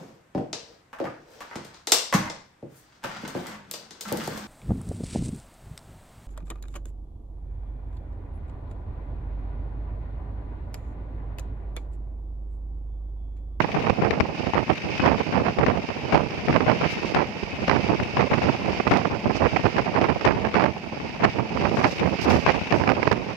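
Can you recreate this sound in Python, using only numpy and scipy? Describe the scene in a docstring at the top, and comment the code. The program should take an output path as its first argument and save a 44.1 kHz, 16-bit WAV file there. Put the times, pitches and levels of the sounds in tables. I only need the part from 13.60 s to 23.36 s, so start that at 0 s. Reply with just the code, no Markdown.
"""Wind knocks and flutters right on the microphone, most of all on the right: a phone held at the open
window of a vehicle running at a steady speed through open country. Eddies from the window edge hit its
two ports one by one, and the hardest slap. Close by, the slipstream rushes along the frame and sizzles
on the case. Underneath lie the drone of the running gear in the cabin, a faint whistle and thin whines."""
import sys
import numpy as np
from scipy import signal
from scipy.fft import rfft, irfft
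from scipy.io import wavfile
from scipy.ndimage import uniform_filter1d

SR = 44100
rng = np.random.default_rng(int(sys.argv[2]) if len(sys.argv) > 2 else 0)


def digitize_waveform(pressure):
    """Quantize a signal to 16-bit integers and store it at the path in sys.argv[1].

    Rows of a 2-D input are taken as channels; values are limited to [-1, 1].
    """
    field = np.atleast_2d(pressure).T
    bounded = np.clip(field, -1, 1)
    quanta = np.round(bounded * 32767).astype(np.int16)
    wavfile.write(sys.argv[1], SR, quanta)


N = 430416
TIME, FREQ = np.arange(N) / SR, np.arange(N // 2 + 1) * SR / N

# the air stream at the window: (time [s], relative churn level [dB], relative rush level [dB])
AIR_STREAM = [(0, -35, -41.5), (.6, -31, -44.5), (1.15, -39, -40), (1.32, -35.5, -41), (1.4, -36, -37.5),
              (1.52, -37, -39.5), (1.8, -28, -41), (2.3, -37, -43), (2.75, -33, -41.5), (3.31, -34, -37),
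              (3.88, -37.5, -42.5), (4.3, -31, -39), (5.05, -31.5, -38.5), (5.58, -39, -42),
              (5.95, -33.5, -38.5), (6.55, -30.5, -42.5), (7.2, -37.5, -44.5), (7.9, -34.5, -42),
              (8.4, -33.5, -39), (8.75, -28, -36), (9.04, -33.5, -40), (9.3, -26, -41),
              (9.76, -41.5, -44.5)]


def undb(db):
    """Decibels to gain."""
    return 10 ** (np.asarray(db) / 20)


def curve(table, column=1):
    """One column of a table, joined by straight lines in time."""
    rows = np.array(table)
    return np.interp(TIME, rows[:, 0], rows[:, column])


def over_frequency(points_hz, values):
    """Values joined by straight lines on a log-frequency axis."""
    return np.interp(np.log(FREQ + 1), np.log(points_hz), values)


def response(spectrum):
    """Filter gains that leave white noise at rms 1 and block the slowest drift."""
    gain = undb(over_frequency(*np.transpose(spectrum))) * (FREQ > 10)
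    return gain / np.sqrt(np.mean(gain ** 2))


def colour(x, spectrum):
    """Give a signal a spectrum."""
    return irfft(rfft(x) * response(spectrum), N)


def noise():
    """White noise, rms 1."""
    return rng.standard_normal(N)


def walk(rate_hz):
    """Smooth random drift with spread 1 that changes up to about rate_hz times a second."""
    white = rfft(rng.standard_normal(N // 16))
    drift = irfft(white * np.exp(-.5 * (FREQ[:len(white)] / rate_hz) ** 2))
    return np.interp(TIME, np.linspace(0, TIME[-1], len(drift)), drift / drift.std())


def with_rush(usual, per_db, usual_rush_db=-42):
    """A level or pitch that rises and falls with the rush of the stream."""
    return usual + per_db * (curve(AIR_STREAM, column=2) - usual_rush_db)


def small_eddies(over_churn_db, per_s=11, usual_length_s=0.028, spread_db=1.5, treble_db=-5.5):
    """Rows for eddies(): small ones reach one port at random, stronger while the stream churns."""
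    late, long, strong = rng.standard_normal((200, 3)).T
    starts = (np.arange(len(late)) + late / 2) / per_s
    lengths = usual_length_s * 2 ** (long / 2)
    levels = np.interp(starts, TIME, curve(AIR_STREAM)) + over_churn_db + spread_db * np.tanh(strong)
    return [(start, length, db, treble_db) for start, length, db in zip(starts, lengths, levels)]


def eddies_by_port(left_lead_s=0.014, left_length_share=0.51):
    """Each big eddy brushes the left port first and more briefly; small ones fall in between."""
    # big eddies off the window edge: (start at the right port [s], length there [s],
    # relative level left [dB], relative level right [dB], treble against bass [dB])
    big_eddies = [(0.001, 0.02, -35, -11, -3), (0.037, 0.029, -42, -17.5, 0), (0.078, 0.04, -51, -23.5, -3),
                  (0.153, 0.067, -18.5, -20, -3), (0.234, 0.11, -32, -18.5, -0.5),
                  (0.297, 0.011, -19, -9.5, -6), (0.384, 0.03, -42, -17, -20),
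                  (0.427, 0.077, -17.5, -15, -2.5), (0.516, 0.068, -17.5, -23.5, -2),
                  (0.616, 0.032, -15.5, -25, -26), (0.794, 0.02, -49, -21, -10),
                  (0.856, 0.054, -46, -20.5, -5), (0.945, 0.098, -21.5, -17, 1),
                  (1.093, 0.037, -26, -13, -1.5), (1.243, 0.11, -37, -27.5, -23),
                  (1.409, 0.043, -17, -27, 3), (1.424, 0.16, -25, -11.5, -1.5),
                  (1.474, 0.022, -13, -17.5, 9), (1.597, 0.032, -28, -16.5, -3),
                  (1.682, 0.018, -37, -40, -13), (1.736, 0.073, -19.5, -15, 1),
                  (1.844, 0.09, -43, -16, 5.5), (1.999, 0.033, -12, -15.5, -6),
                  (2.026, 0.028, -25, -10.5, -6), (2.076, 0.059, -16.5, -13, -0.5),
                  (2.144, 0.056, -23.5, -22.5, -9), (2.299, 0.036, -23, -23.5, 0),
                  (2.431, 0.041, -37, -27.5, -16), (2.535, 0.15, -28, -19, -8),
                  (2.538, 0.058, -9.5, -15, 3.5), (2.888, 0.037, -19.5, -17, -15),
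                  (2.898, 0.068, -18, -40, -18), (2.937, 0.05, -20.5, -9.5, 0.5),
                  (3.008, 0.045, -33, -19.5, -11), (3.075, 0.075, -19, -13, -1),
                  (3.225, 0.057, -22, -12.5, 0), (3.393, 0.055, -26.5, -39, -1),
                  (3.416, 0.054, -44, -24, -16), (3.553, 0.11, -16, -15, 5.5),
                  (3.828, 0.012, -46, -23, -29), (3.943, 0.037, -24.5, -49, -16),
                  (4.017, 0.036, -32, -19.5, -14), (4.092, 0.028, -16, -15, 8),
                  (4.094, 0.12, -42, -15.5, -5.5), (4.284, 0.039, -32, -15, -10),
                  (4.328, 0.034, -23, -12.5, -6), (4.407, 0.046, -20.5, -24.5, -18),
                  (4.586, 0.071, -19, -11, -1.5), (4.726, 0.042, -13.5, -14.5, -1),
                  (4.771, 0.029, -42, -12, -7), (4.829, 0.09, -17.5, -18, -1),
                  (4.877, 0.039, -38, -13.5, -7), (4.938, 0.043, -24, -29, -2),
                  (5.034, 0.11, -37, -22, -10), (5.142, 0.035, -23.5, -42, 1), (5.2, 0.011, -45, -9.5, -3),
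                  (5.266, 0.028, -27, -12, 0), (5.321, 0.098, -13.5, -13, 0), (5.408, 0.03, -19.5, -27, -7),
                  (5.447, 0.039, -38, -15.5, -6), (5.512, 0.086, -23, -20.5, -6),
                  (5.655, 0.02, -21, -13.5, -12), (5.69, 0.04, -25, -18, -10),
                  (5.748, 0.038, -43, -19.5, -11), (5.799, 0.057, -31, -14, -10),
                  (5.836, 0.052, -22, -13, -1), (5.923, 0.044, -37, -21.5, -24),
                  (5.96, 0.019, -36, -10.5, 8), (6.005, 0.052, -23.5, -42, -3),
                  (6.035, 0.024, -38, -15.5, -15), (6.052, 0.026, -27, -10, -2),
                  (6.156, 0.016, -31, -21.5, -13), (6.178, 0.035, -20, -13.5, 3),
                  (6.257, 0.059, -28.5, -20, -3), (6.348, 0.095, -24, -13.5, -0.5),
                  (6.413, 0.034, -39, -15, 3), (6.43, 0.049, -24, -15.5, 4), (6.483, 0.06, -31, -13, 0.5),
                  (6.609, 0.018, -34, -21, 16), (6.657, 0.092, -20, -12, 2.5),
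                  (6.658, 0.03, -18, -11.5, 4.5), (6.761, 0.043, -17, -17, -1),
                  (6.84, 0.052, -49, -16.5, -4), (6.94, 0.19, -28, -14, 2),
                  (6.948, 0.058, -21, -13.5, 10.5), (7.053, 0.032, -19.5, -12, 3.5),
                  (7.412, 0.059, -29, -51, -4.5), (7.614, 0.092, -24, -14.5, 3.5),
                  (7.65, 0.064, -14.5, -40, 6.5), (7.782, 0.043, -46, -12, -4),
                  (7.954, 0.045, -28.5, -20, -6), (7.996, 0.077, -32, -17.5, -12),
                  (8.03, 0.077, -27, -18, -7), (8.111, 0.059, -38, -19.5, -20), (8.183, 0.059, -16, -18, 1),
                  (8.228, 0.072, -30, -13, 8.5), (8.26, 0.094, -20, -37, 0),
                  (8.408, 0.12, -24, -17.5, -10.5), (8.654, 0.16, -24, -12, -7),
                  (8.869, 0.064, -26, -12.5, 4), (8.876, 0.04, -18, -30, 16), (8.929, 0.066, -43, -18, -7),
                  (9.025, 0.028, -18.5, -37, -16), (9.124, 0.06, -23, -12.5, -7),
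                  (9.196, 0.065, -23, -16.5, -5), (9.285, 0.042, -21, -15, 1), (9.418, 0.03, -36, -17, 6),
                  (9.469, 0.014, -21, -7.5, 1), (9.512, 0.026, -23, -8.5, -1),
                  (9.534, 0.076, -47, -22.5, -8), (9.682, 0.061, -31.5, -24, -6)]
    left, right = [], []
    for start, length, left_db, right_db, treble_db in big_eddies:
        left.append((start - left_lead_s, length * left_length_share, left_db, treble_db))
        right.append((start, length, right_db, treble_db))
    return left + small_eddies(over_churn_db=1.5), right + small_eddies(over_churn_db=3.0)


def eddies(arrivals, spectrum, rise, grain_db, flutter_db, evenness, usual_treble_db=-6.5):
    """On the port each eddy swells fast and dies away; its ragged pressure is brightest at its peak."""
    # how an eddy's speed shapes each band: (frequency [Hz], treble share [ratio], swell [exponent])
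    bands = [(207, -0.38, 0.39), (530, -0.099, 0.93), (1470, 0.34, 1.77), (5000, 0.79, 1.7)]
    bands_hz = [row[0] for row in bands]
    pressure = rfft(noise() * undb(grain_db * walk(272))) * response(spectrum)
    flutter = undb(flutter_db * walk(59))  # each eddy breaks into smaller puffs
    out = 0
    for this_band, (_, share, exponent) in zip(np.eye(len(bands)), bands):
        energy = np.zeros(N)
        for start, length, db, treble_db in arrivals:
            span = slice(*np.searchsorted(TIME, [start, start + length]))
            swell = np.abs(np.sin(np.pi * ((TIME[span] - start) / length) ** rise))
            energy[span] += (swell ** exponent * undb(db + share * (treble_db - usual_treble_db))) ** 2
        band = irfft(pressure * over_frequency(bands_hz, this_band), N)
        # an eddy's force is set by its speed, so the raggedness partly evens out over 10 ms
        strength = uniform_filter1d(uniform_filter1d(band ** 2, size=440), size=440)
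        evened = band * (strength.mean() / strength) ** (evenness / 2)
        envelope = signal.lfilter(np.ones(44) / 44, 1, np.sqrt(energy))  # smoothed over 1 ms
        out = out + evened * flutter ** exponent * envelope
    return out


def churn(spectrum, flutter_db, corner_hz):
    """Countless small, slow eddies keep up a dull flutter on the microphone between the big ones."""
    pressure = noise() * undb(flutter_db * np.tanh(walk(30)))
    pressure = pressure / pressure.std() * undb(curve(AIR_STREAM))
    dull = response(spectrum) / np.sqrt(1 + (FREQ / corner_hz) ** 2)  # slow eddies carry little treble
    return irfft(rfft(pressure) * dull, N)


def slipstream(spectrum, waver_db, flicker_db):
    """Close by, air rushes along the window frame, swells with the stream and rings in the gaps."""
    # narrow resonances of the gaps round the window: (frequency [Hz], width [Hz], boost [dB])
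    gaps = [(1840, 19, 8.5), (2110, 64, 4.5), (2290, 90, 4.5), (2700, 71, 1), (3765, 89, 7.5)]
    air = noise() * undb(curve(AIR_STREAM, column=2) + waver_db * walk(4.2) + flicker_db * walk(60))
    ring_db = sum(db / (1 + (2 * (FREQ - hz) / width) ** 2) for hz, width, db in gaps)
    return irfft(rfft(air) * response(spectrum) * undb(ring_db), N)


def sizzle(grain_db, ragged_db):
    """Air grazes the phone's case: a fine, grainy hiss that follows the rush and flares in spells."""
    # spectrum of the grazing air: (frequency [Hz], relative level [dB])
    hiss_spectrum = [(2500, 8), (5000, 22), (6300, 15), (7500, 3.5), (8500, 5), (9700, -14), (10400, 1),
                     (11500, 1.5), (12500, -15.5), (13600, 5), (15000, -14), (15800, -11)]
    # spells of grazing: (start [s], length [s], relative hiss level [dB], relative top octave [dB])
    grazes = [(3.29, .065, -66, -65.5), (3.44, 0.09, -67, -75), (5.26, 0.14, -70, -73),
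              (5.747, 0.038, -60, -72), (8.12, 0.28, -63.5, -67), (8.35, 0.18, -82, -73),
              (8.608, 0.053, -58.5, -59), (8.69, 0.055, -56, -57), (8.718, 0.065, -61, -62),
              (8.77, 0.083, -67, -71), (9.118, 0.13, -66, -69)]
    grains = rfft(noise() * undb(grain_db * walk(300))) * response(hiss_spectrum)
    top_octave = over_frequency([7000, 9500], [0, 1])
    steady = undb(with_rush(-76.5, per_db=0.56))
    ragged = undb(ragged_db * walk(45))
    out = 0
    for k, band in enumerate([1 - top_octave, top_octave]):
        flare_power = np.zeros(N)
        for start, length, *levels_db in grazes:
            progress = np.clip((TIME - start) / length, 0, 1)
            flare_power += undb(levels_db[k]) ** 2 * np.abs(np.sin(np.pi * progress))
        out = out + irfft(grains * band, N) * np.hypot(steady, np.sqrt(flare_power) * ragged)
    return out


def running_gear(unshared_gain):
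    """The drone of the running gear fills the cabin and is partly alike at both ports."""
    # spectrum of the drone in the cabin: (frequency [Hz], relative level [dB])
    drone_spectrum = [(25, -42), (50, -5), (80, -18.5), (210, 1.5), (300, -12), (450, -11.5), (850, -10),
                      (1100, -21), (1450, -42), (2500, -27), (6000, -65.5)]
    common = noise() * undb(2.9 * walk(19.5))
    return np.array([colour(common + unshared_gain * noise(), drone_spectrum) for _ in range(2)])


def whines(wobble_hz, flicker_db):
    """Two thin, slightly wobbling tones come and go under the wind."""
    # pitches of the whines: (lower [Hz], upper [Hz])
    pitches_hz = [2549, 2995]
    # their rise and fall: (time [s], relative level of the lower [dB], of the upper [dB])
    levels = [(0, -56, -65), (1.3, -49.5, -59), (2.4, -61, -55.5), (2.8, -60, -67), (3.8, -53, -58),
              (4.3, -46.5, -77), (5.0, -49, -60), (5.6, -54, -71), (6.8, -53, -63), (7.3, -58, -69),
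              (8.1, -52, -62), (8.6, -53, -68), (9.0, -44.5, -66), (9.3, -53, -69), (9.76, -53, -70)]
    wobble, flicker = wobble_hz * walk(7.82), flicker_db * walk(15)
    out = 0
    for column, hz in enumerate(pitches_hz, start=1):
        phase = 2 * np.pi * np.cumsum(hz + wobble) / SR
        out = out + np.sin(phase) * undb(curve(levels, column) + flicker)
    return out


def whistle(usual_hz, width_hz, wander_hz, waver_db):
    """A hoarse, wavering whistle at the window edge, higher and louder as the stream quickens."""
    hz = with_rush(usual_hz, per_db=6) + wander_hz * walk(6)
    phase = 2 * np.pi * np.cumsum(hz) / SR
    hoarse = (np.sin(phase) * walk(width_hz) + np.cos(phase) * walk(width_hz)) / np.sqrt(2)
    return hoarse * undb(with_rush(-53.5, per_db=1.34) + waver_db * walk(8))


def slaps(spectrum, column, decay_s, snap):
    """The hardest eddies slap mostly one port: a pressure jump with a ragged tail of milliseconds."""
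    # slaps on the microphone: (time [s], relative body [dB], relative crack [dB], left minus right [dB])
    hits = [(0.298, -6, -42, -18), (0.447, -14, -56, -18), (0.508, -5, -36, 20), (0.601, -7, -39, 21),
            (0.606, -3.5, -38, 28), (1.093, -18, -60, -18), (1.401, -10.5, -56, 20), (1.989, -15, -44, 28),
            (2.064, -6, -42, 28), (2.524, -5, -48, 24), (2.528, -16, -47, 22), (2.547, -10, -43, -20),
            (2.577, -8.5, -50, -20), (2.884, -8.5, -54, 17), (2.906, -11.5, -54, -18),
            (2.943, -13.5, -54, -22), (2.962, -5.5, -44, -21), (3.006, -6, -53, -28), (3.06, -19, -54, 20),
            (3.091, -10.5, -54, -20), (3.116, -5, -54, -18), (3.242, -9.5, -52, -20),
            (3.547, -2.5, -33, 22), (4.08, -12, -39, 23), (4.082, -8, -47, 19), (4.113, -2.5, -49, -20),
            (4.4, -10.5, -60, 20), (4.57, -6.5, -62, 18), (4.606, -5, -54, -26), (4.894, -16, -60, -20),
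            (5.2, -11.5, -58, -22), (5.276, -4, -36, -22), (5.315, -8, -37, 18), (5.338, -7, -40, -16),
            (5.372, -14, -36, -22), (5.965, -11, -54, -21), (6.053, -14.5, -54, -20),
            (6.183, -3.5, -46, -24), (6.414, -5.5, -56, -19), (6.441, -9, -49, -21), (6.652, -5, -32.5, 21),
            (6.676, -9, -45, -22), (6.969, -9, -48, -22), (7.021, -10, -46, -19), (7.062, -7, -52, -20),
            (7.642, -13, -37, 25), (8.244, -3.5, -48, -25), (8.711, -10.5, -52, -14), (8.864, 0, -48, 17),
            (8.885, -4, -54, -17), (8.902, -3, -52, -30), (9.124, -0.5, -47, -23), (9.237, -9, -56, -20),
            (9.276, -5.5, -46, -20), (9.3, -6, -39, -18), (9.318, -5.5, -47, -22), (9.476, -7.5, -40, -17),
            (9.516, -6.5, -34.5, -23), (9.527, -6, -36, -20)]
    out = np.zeros((2, N))
    burst = noise()
    for hit in hits:
        start, db, pan_db = hit[0], hit[column], hit[3]
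        span = slice(*np.searchsorted(TIME, [start, start + 10 * decay_s]))
        spike = burst[span] * np.exp(-(TIME[span] - start) / decay_s)
        spike[0] += snap
        ports = undb(np.array([[pan_db], [-pan_db]]) / 2)
        out[:, span] += undb(db) * spike * ports / np.hypot(*ports)
    return colour(out, spectrum)


def scene():
    """At the open window each microphone port has its own wind; the right one faces the stream."""
    # spectra of the buffeting and the rush at each port: (frequency [Hz], relative level [dB])
    buffet_left = [(25, -36), (50, -15), (80, 1.5), (180, 2.5), (400, -2), (900, -5.5), (1300, -14.5),
                   (2600, -20.5), (3400, -35.5), (5500, -42), (7500, -57.5), (10000, -76), (15000, -76)]
    buffet_right = [(25, -51), (50, -10), (85, -0.5), (180, 0.5), (450, -2), (900, -5.5), (1400, -15.5),
                    (2500, -21.5), (3700, -42.5), (5000, -39.5), (7500, -68), (10000, -80), (15000, -76)]
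    rush_left = [(700, -9), (1400, -10.5), (1800, -8), (2400, -1.5), (2800, -3), (3300, -13), (3900, -17),
                 (5000, -20.5), (6000, -20), (7500, -36), (10000, -43.5), (15000, -47)]
    rush_right = [(700, -17), (1400, -3), (1800, -5), (2450, 3), (2800, 1), (3300, -7.5), (3900, -15),
                  (4900, -5.5), (6000, -17), (7500, -30.5), (10000, -54), (15000, -55)]
    # spectra of a slap's dull body and bright crack: (frequency [Hz], relative level [dB])
    slap_body = [(60, -7.5), (200, 2.5), (700, 5.5), (1400, -3.5), (2500, -6), (3600, -25.5), (5200, -23),
                 (7500, -49), (10000, -61)]
    slap_crack = [(1200, -24.5), (3000, 6.5), (5200, 5), (6500, -6.5), (8000, -16), (10000, -25),
                  (13500, -23), (15500, -32)]
    at_left, at_right = eddies_by_port()
    left = (undb(-1) * eddies(at_left, buffet_left, rise=0.38, grain_db=4.5, flutter_db=2, evenness=0.38)
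            + undb(-3.5) * churn(buffet_left, flutter_db=10.5, corner_hz=900)
            + undb(-0.5) * slipstream(rush_left, waver_db=2.0, flicker_db=4.0)
            + undb(15) * sizzle(grain_db=2.5, ragged_db=2.5))
    right = (undb(-1.57) * eddies(at_right, buffet_right, rise=0.52, grain_db=3.5, flutter_db=2,
                                  evenness=0.2)
             + undb(5.5) * churn(buffet_right, flutter_db=13.0, corner_hz=800)
             + undb(3.5) * slipstream(rush_right, waver_db=1.5, flicker_db=1.27)
             + undb(20.5) * sizzle(grain_db=-1.0, ragged_db=2.5))
    bodies = undb(-3.5) * slaps(slap_body, column=1, decay_s=0.0038, snap=4.3)
    cracks = undb(10.5) * slaps(slap_crack, column=2, decay_s=0.0027, snap=3.0)
    tones = whines(wobble_hz=6, flicker_db=5)
    tones += whistle(usual_hz=2595, width_hz=18, wander_hz=18, waver_db=2.0)
    to_the_right = undb([[-3.5], [3.5]])
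    drone = undb(-40) * running_gear(unshared_gain=0.32)
    return np.array([left, right]) + drone + tones * to_the_right + bodies + cracks


def record(dry):
    """The phone thins the deepest rumble, rounds the highest peaks and cuts the top."""
    low_cut_hz, top_hz = 47, 15100
    thinned = signal.sosfilt(signal.butter(3, low_cut_hz, "high", fs=SR, output="sos"), dry)
    rounded = np.tanh(0.9 * thinned) / 0.92
    return signal.sosfilt(signal.ellip(8, .2, 70, top_hz, fs=SR, output="sos"), rounded)


dry = scene()
out = record(dry)
digitize_waveform(out)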